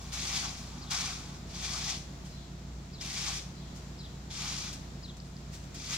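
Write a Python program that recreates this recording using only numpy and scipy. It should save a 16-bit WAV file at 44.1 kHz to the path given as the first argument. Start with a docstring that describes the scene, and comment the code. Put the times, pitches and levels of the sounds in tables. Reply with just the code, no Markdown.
"""A walled yard, heard from above: a stiff broom is pushed six times over wet, sandy ground.
Bristle tips snap over the sand and roll coarse grit along; broom and shoes add small wet scuffs,
and one pebble pings. An engine idles out of sight and a sparrow repeats its chirp over far rumble
and hiss. The walls throw back the sweeping and the bird."""
import sys
import numpy as np
from scipy import signal
from scipy.fft import rfft, irfft, next_fast_len
from scipy.io import wavfile
from scipy.ndimage import uniform_filter1d

SR = 44100
rng = np.random.default_rng(int(sys.argv[2]) if len(sys.argv) > 2 else 0)


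def unload_audio(sound):
    """Save the sound as a 16-bit wav file, at the path given as the first command line argument."""
    columns = np.transpose(np.atleast_2d(sound))
    # keep every value between -1 and 1, then stretch to whole-number steps
    steps = np.round(np.clip(columns, -1, 1) * 32767)
    wavfile.write(sys.argv[1], SR, steps.astype(np.int16))


N = 263277
TIME = np.arange(N) / SR

# broom strokes: (start [s], landing [s], build [s], ease [s], landing level [dB], hardest push [dB],
# lift-off level [dB], fade [dB/s], grit re bristles [dB], grit pitch [Hz])
STROKES = [(0.114, 0.016, 0.23, 0.13, -41, -36, -42.5, 140, -15, 970),
           (.9, 0.01, .025, 0.16, -40, -35, -40.5, 94, -9, 1270),
           (1.459, .19, 0.25, 0.051, -40.5, -38.5, -41, 260, -12.5, 950),
           (2.999, 0.016, .17, 0.19, -45, -38, -38.5, 300, -17, 1050),
           (4.297, 0.012, 0.092, 0.28, -49.5, -39, -42.5, 168, -13.5, 1250),
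           (5.737, .02, 0.19, .04, -52, -36, -42, 200, -15, 1250)]


def broom(bite_s=.028, trail_end_s=1.38, trail_bristle_db=-56, trail_grit_db=-58.5):
    """The push of the arms drives bristles and grit; the head rings with them."""
    # head digs in briefly: (time [s], bristles [dB], grit [dB])
    bites = [(.36, -38.5, -64), (0.451, -47, -43.5), (.935, -40.5, -43.5), (1.755, -42, -47),
             (1.893, -39, -52), (3.29, -41.5, -46.5), (4.46, -45, -48), (5.937, -39, -62)]
    # head resonances: (frequency [Hz], width [Hz], lift [dB])
    head_modes = [(780, 80, 3), (1200, 130, 3.5), (2380, 280, 4), (3320, 240, 3.5)]
    # light drag of bristles and grit under the first two strokes
    trailing = uniform_filter1d(1. * (TIME < trail_end_s), size=2000)
    bristle_drive = amp(trail_bristle_db) * trailing
    grit_drive = amp(trail_grit_db) * trailing
    for *gesture, grit_db, _ in STROKES:
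        force = push(*gesture)
        bristle_drive = np.hypot(bristle_drive, force)
        grit_drive = np.hypot(grit_drive, amp(grit_db) * force)
    for time_s, bristle_db, grit_db in bites:
        bite = np.exp(-((TIME - time_s) / bite_s) ** 2)
        bristle_drive = np.hypot(bristle_drive, amp(bristle_db) * bite)
        grit_drive = np.hypot(grit_drive, amp(grit_db) * bite)
    scrape = bristles(bristle_drive) + grit(grit_drive)
    return filtered(scrape, lambda hz: 1 + sum((amp(db) - 1) / (1 + 2j * (hz - mode_hz) / width_hz)
                                               for mode_hz, width_hz, db in head_modes))


def push(start_s, landing_s, build_s, ease_s, landing_db, hardest_db, lift_db, fade_db_per_s,
         jolt_db=3, jolt_s=.019):
    """Force of one stroke: the head's weight lands with a jolt; it is leant on, eased and lifted."""
    t = TIME - start_s
    corners_s = np.cumsum([landing_s, build_s, ease_s])
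    db = np.interp(t, corners_s, [landing_db, hardest_db, lift_db])
    db -= fade_db_per_s * np.maximum(t - corners_s[-1], 0)
    db += jolt_db * np.exp(-((t - landing_s) / jolt_s) ** 2)
    return np.clip(t / landing_s, 0, 1) * amp(db)


def bristles(drive, gain_db=2.5, judder_db=.8, tuft_judder_db=1.2):
    """Tips catch and snap free; each tuft has its own pitch range and judders by itself."""
    # tips on sand: (frequency [Hz], spectral density [dB])
    spectrum = [(350, -22.5), (750, -21), (1200, -12.5), (1780, -8), (2150, -4.5), (2850, -5.5),
                (3600, -1.75), (5000, 1), (6700, -1.5), (8200, -9.5), (10000, -15.5), (12500, -23.5),
                (15500, -30)]
    snaps = coloured(patter(per_s=7000, spread_db=2.5, scatter_db=.5), spectrum)
    tuft_hz = np.geomspace(1200, 12000, 8)
    tufts = np.zeros((2, N))
    for band in np.eye(len(tuft_hz)):
        tuft = filtered(snaps, lambda hz: np.interp(hz, tuft_hz, band))
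        tufts += tuft * amp(tuft_judder_db * wander(44))
    return drive * amp(gain_db + judder_db * wander(75)) * unit_rms(tufts)


def grit(drive, knock_cycles=4, clump_db=2, width_oct=.62):
    """Coarse grains roll in clumps, each a dull knock; pitch changes with the patch of ground."""
    t = np.arange(2048) / SR
    out = np.zeros((2, N))
    starts_s, *_, pitches_hz = np.transpose(STROKES)
    stroke = np.maximum(np.searchsorted(starts_s, TIME) - 1, 0)
    for hz in np.geomspace(700, 1500, 9):
        age = hz * t / knock_cycles
        knock = age * np.exp(-2 * age) * np.sin(2 * np.pi * hz * t)
        grains = patter(per_s=350, spread_db=1.5, scatter_db=2) * amp(clump_db * wander(24))
        weight = np.exp(-np.log2(hz / pitches_hz[stroke]) ** 2 / (2 * width_oct ** 2))
        out += weight * unit_rms(signal.oaconvolve(grains, knock[None], axes=1)[:, :N])
    return drive * unit_rms(out)


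def scuffs():
    """Broom and shoes throw brief sprays of fine droplets and sand."""
    # wet slaps and scuffs: (time [s], level [dB], rise [s], decay [s])
    slaps = [(0, -51.5, .02, 0.24), (.122, -43, 0.014, .018), (.56, -49.5, 0.028, 0.1),
             (.904, -36.5, .003, 0.027), (2.235, -52, 0.027, 0.055), (3.011, -47, .002, 0.01),
             (3.745, -51, 0.018, 0.038), (4.727, -40, 0.0035, 0.017), (5.165, -53, .004, 0.018),
             (5.23, -59, .03, 0.058), (5.515, -45, 0.026, 0.032), (5.615, -59, .025, 0.037),
             (5.743, -44, .002, 0.015)]
    # spray: (frequency [Hz], spectral density [dB])
    spectrum = [(400, -33), (1500, 0), (5500, 8), (7500, 6.5), (10000, -4), (15500, -12)]
    envelope = np.zeros(N)
    for time_s, db, rise_s, decay_s in slaps:
        t = TIME - time_s
        envelope += amp(db) * np.clip(t / rise_s, 0, 1) * np.exp(-np.maximum(t - rise_s, 0) / decay_s)
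    return envelope * coloured(patter(per_s=3800, spread_db=2.5, scatter_db=2), spectrum)


def patter(per_s, spread_db, scatter_db):
    """Ground snaps: some reach both microphone ports, others scatter off walls and roofs to one."""
    both, left, right = (clicks(per_s, spread_db) for _ in range(3))
    return direct(both) + amp(scatter_db) * np.array([left, right])


def clicks(per_s, spread_db):
    """Random snaps, most small, a few large."""
    size = amp(spread_db * np.minimum(rng.exponential(1, N), 4))
    return size * rng.choice([-1, 1], N) * (rng.random(N) < per_s / SR)


def pebble(time_s=3.012, hz=4950, db=-33, t60_s=.028):
    """A small stone pings as the broom lands on it."""
    t = np.arange(SR // 10) / SR
    out = np.zeros(N)
    add(out, time_s, amp(db - 60 * t / t60_s) * np.sin(2 * np.pi * hz * t))
    return direct(out)


def sparrow(tick_s=.0032, tick_top_hz=5800, tick_fall_hz=2000):
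    """Two-note chirps, far ones mostly echo; ticks are very fast downward sweeps."""
    # chirps: (time [s], direct [dB], echo [dB])
    chirps = [(.81, -55, -66), (2.299, -68, -58.5), (2.928, -55, -61), (3.54, -81, -59.5),
              (3.982, -54, -60), (5.025, -52.5, -62)]
    # notes of a chirp: (offset [s], rise [s], fall [s], first [Hz], top [Hz], settled [Hz], gain [dB])
    notes = [(0, 0.0111, 0.03, 3763, 5450, 3820, 6), (.051, .018, 0.021, 3050, 4000, 3110, 4)]
    # tick notes: (time [s], level [dB])
    ticks = [(5.201, -42), (5.366, -44)]
    near, far = np.zeros((2, N))
    for time_s, direct_db, echo_db in chirps:
        for offset_s, *glide, db in notes:
            note = whistle(*glide)
            add(near, time_s + offset_s, amp(direct_db + db) * note)
            add(far, time_s + offset_s, amp(echo_db + db) * note)
    progress = np.arange(0, 1, 1 / (tick_s * SR))
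    tick_hz = tick_top_hz - tick_fall_hz * progress
    tick = np.sqrt(2) * np.sin(np.pi * progress) * np.sin(2 * np.pi * np.cumsum(tick_hz) / SR)
    for time_s, db in ticks:
        add(near, time_s, amp(db) * tick)
        add(far, time_s, amp(db - 10) * tick)
    return amp(-2.5) * bounced(direct(near)) + echoes(far, t60_s=.77, delay_s=.004)


def whistle(rise_s, fall_s, first_hz, top_hz, settled_hz, settle_s=.009, quaver=.026, skew=1.14):
    """One quavering note: flicks up, sinks, and is loudest just past its middle."""
    t = np.arange(0, rise_s + fall_s, 1 / SR)
    rising_hz = first_hz + (top_hz - first_hz) * t / rise_s
    sinking_hz = settled_hz + (top_hz - settled_hz) * np.exp(-np.maximum(t - rise_s, 0) / settle_s)
    jitter = unit_rms(uniform_filter1d(rng.standard_normal(len(t)), size=60))
    hz = np.where(t < rise_s, rising_hz, sinking_hz) * (1 + quaver * jitter)
    envelope = np.sqrt(2 * abs(np.sin(np.pi * (t / (rise_s + fall_s)) ** skew)))
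    return envelope * np.sin(2 * np.pi * np.cumsum(hz) / SR)


def engine(cycle_hz=7.372, throb_at_s=.074, drift_cycles=.012, scatter_rad=.3, waver_db=.5):
    """Idling four-stroke: one cylinder is stronger, so the exhaust throbs once a cycle."""
    # wavering deep drone, order 8: (time [s], level [dB])
    drone_levels = [(0.0, -44), (0.05, -43.5), (0.6, -48), (0.65, -45), (1.05, -49.5), (1.49, -45),
                    (2.56, -47.5), (2.76, -42), (2.89, -49.5), (3.27, -47), (4.89, -46.5), (5.97, -48)]
    # exhaust tones above it: (order [multiple of the cycle rate], level [dB])
    orders = [(12, -55.5), (16, -62), (18, -71.5), (19, -51), (20, -59), (24, -54.5), (25, -58), (27, -80),
              (28, -63), (32, -62), (33, -67), (48, -69), (92, -70.5)]
    cycles = cycle_hz * (TIME - throb_at_s) + drift_cycles * wander(1.6)
    drone_db = np.interp(TIME, *np.transpose(drone_levels)) - 2
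    out = amp(drone_db) * np.cos(2 * np.pi * 8 * cycles)
    for order, db in orders:
        phase = 2 * np.pi * order * cycles + scatter_rad * rng.standard_normal()
        out += amp(db + waver_db * wander(5.3)) * np.cos(phase)
    return np.sqrt(2) * out


def air(level_db=-49, swell_db=.7):
    """Far rumble, alike at both ports, under a diffuse hiss."""
    # surroundings: (frequency [Hz], spectral density [dB])
    spectrum = [(20, -16), (29, -7), (40, -4), (65, -0.5), (105, -4), (200, -2.5), (330, -7.5),
                (520, -13.5), (700, -13), (1400, -18.5), (2900, -23), (4000, -20.5), (6500, -24),
                (7550, -22), (8000, -32), (11000, -40), (15300, -41)]
    # left-right likeness: (frequency [Hz], correlation [-1..1])
    likeness = [(60, 0.96), (140, 0.85), (290, 0.97), (640, 0.24), (1400, -0.031), (3100, 0.19),
                (7000, -0.033)]
    mid, side = (coloured(noise, spectrum) for noise in rng.standard_normal((2, N)))
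    mid = filtered(mid, lambda hz: np.sqrt((1 + log_interp(likeness, hz)) / 2))
    side = filtered(side, lambda hz: np.sqrt((1 - log_interp(likeness, hz)) / 2))
    return amp(level_db + swell_db * wander(2.2)) * np.array([mid + side, mid - side])


def yard(x, near_db=-1.87, tail_db=-14):
    """Direct sound, near reflections and a weak tail between the walls."""
    return amp(near_db) * bounced(x) + amp(tail_db) * echoes(x[0], t60_s=.53, delay_s=.035)


def direct(x):
    """Sound from the yard reaches the right port two samples before the left."""
    return np.array([np.roll(x, 2), x])


def bounced(x, drift_s=.00004):
    """Adds near reflections whose paths shift a little as the source moves."""
    # off ground, walls and roofs: (delay [s], gain [dB])
    bounces = [(.00255, -15), (.0046, -16), (.0083, -15), (.019, -15)]
    out = x.copy()
    for delay_s, db in bounces:
        emitted_s = TIME - delay_s - drift_s * wander(1.35)
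        out += amp(db) * np.array([np.interp(emitted_s, TIME, port, left=0) for port in x])
    return out


def echoes(x, t60_s, delay_s, taps_per_s=2000):
    """Sparse decaying reflections, different at each port."""
    t = np.arange(SR) / SR
    taps = rng.standard_normal((2, SR)) * (rng.random((2, SR)) < taps_per_s / SR)
    taps *= amp(-60 * t / t60_s)
    taps /= np.linalg.norm(taps, axis=1, keepdims=True)
    taps = np.pad(taps, ((0, 0), (round(delay_s * SR), 0)))
    return signal.fftconvolve(x[None], taps, axes=1)[:, :N]


def amp(db):
    """Decibels to gain."""
    return 10 ** (np.asarray(db) / 20)


def unit_rms(x):
    """Scales to rms 1."""
    return x / np.sqrt(np.mean(x ** 2) + 1e-20)


def log_interp(points, hz):
    """Reads a table on a log-frequency axis."""
    points_hz, values = np.transpose(points)
    return np.interp(np.log(hz + 1), np.log(points_hz + 1), values)


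def filtered(x, gain_at):
    """Filters by a gain given as a function of frequency."""
    size = next_fast_len(N + 4096, True)
    return irfft(rfft(x, size) * gain_at(np.fft.rfftfreq(size, 1 / SR)), size)[..., :N]


def coloured(x, spectrum):
    """Shapes x by a spectrum, at rms 1."""
    return unit_rms(filtered(x, lambda hz: amp(log_interp(spectrum, hz))))


def wander(rate_hz):
    """Smooth random drift up to about rate_hz, at rms 1."""
    return unit_rms(filtered(rng.standard_normal(N), lambda hz: np.exp(-(hz / rate_hz) ** 2)))


def add(mix, time_s, sound):
    """Mixes a sound in at time_s."""
    part = mix[round(time_s * SR):][:len(sound)]
    part += sound[:len(part)]


def scene():
    """Sweeping in the yard, with bird, engine and open air around it."""
    return yard(broom() + scuffs() + pebble()) + sparrow() + engine() + air()


def record(dry, cutoff_hz=15850):
    """Colour of the two microphone ports, then the band limit."""
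    # port imbalance: (frequency [Hz], left minus right [dB])
    imbalance = [(60, -0.5), (800, -1.1), (2500, -0.7), (4200, 2.5), (6100, 7.5), (8200, 0), (11000, -5.5),
                 (15000, -6)]
    heard = filtered(dry, lambda hz: amp(np.outer([.5, -.5], log_interp(imbalance, hz))))
    lowpass = signal.firwin(511, cutoff_hz, window=("kaiser", 9), fs=SR)
    return signal.oaconvolve(heard, lowpass[None], "same")


dry = scene()
out = record(dry)
unload_audio(out)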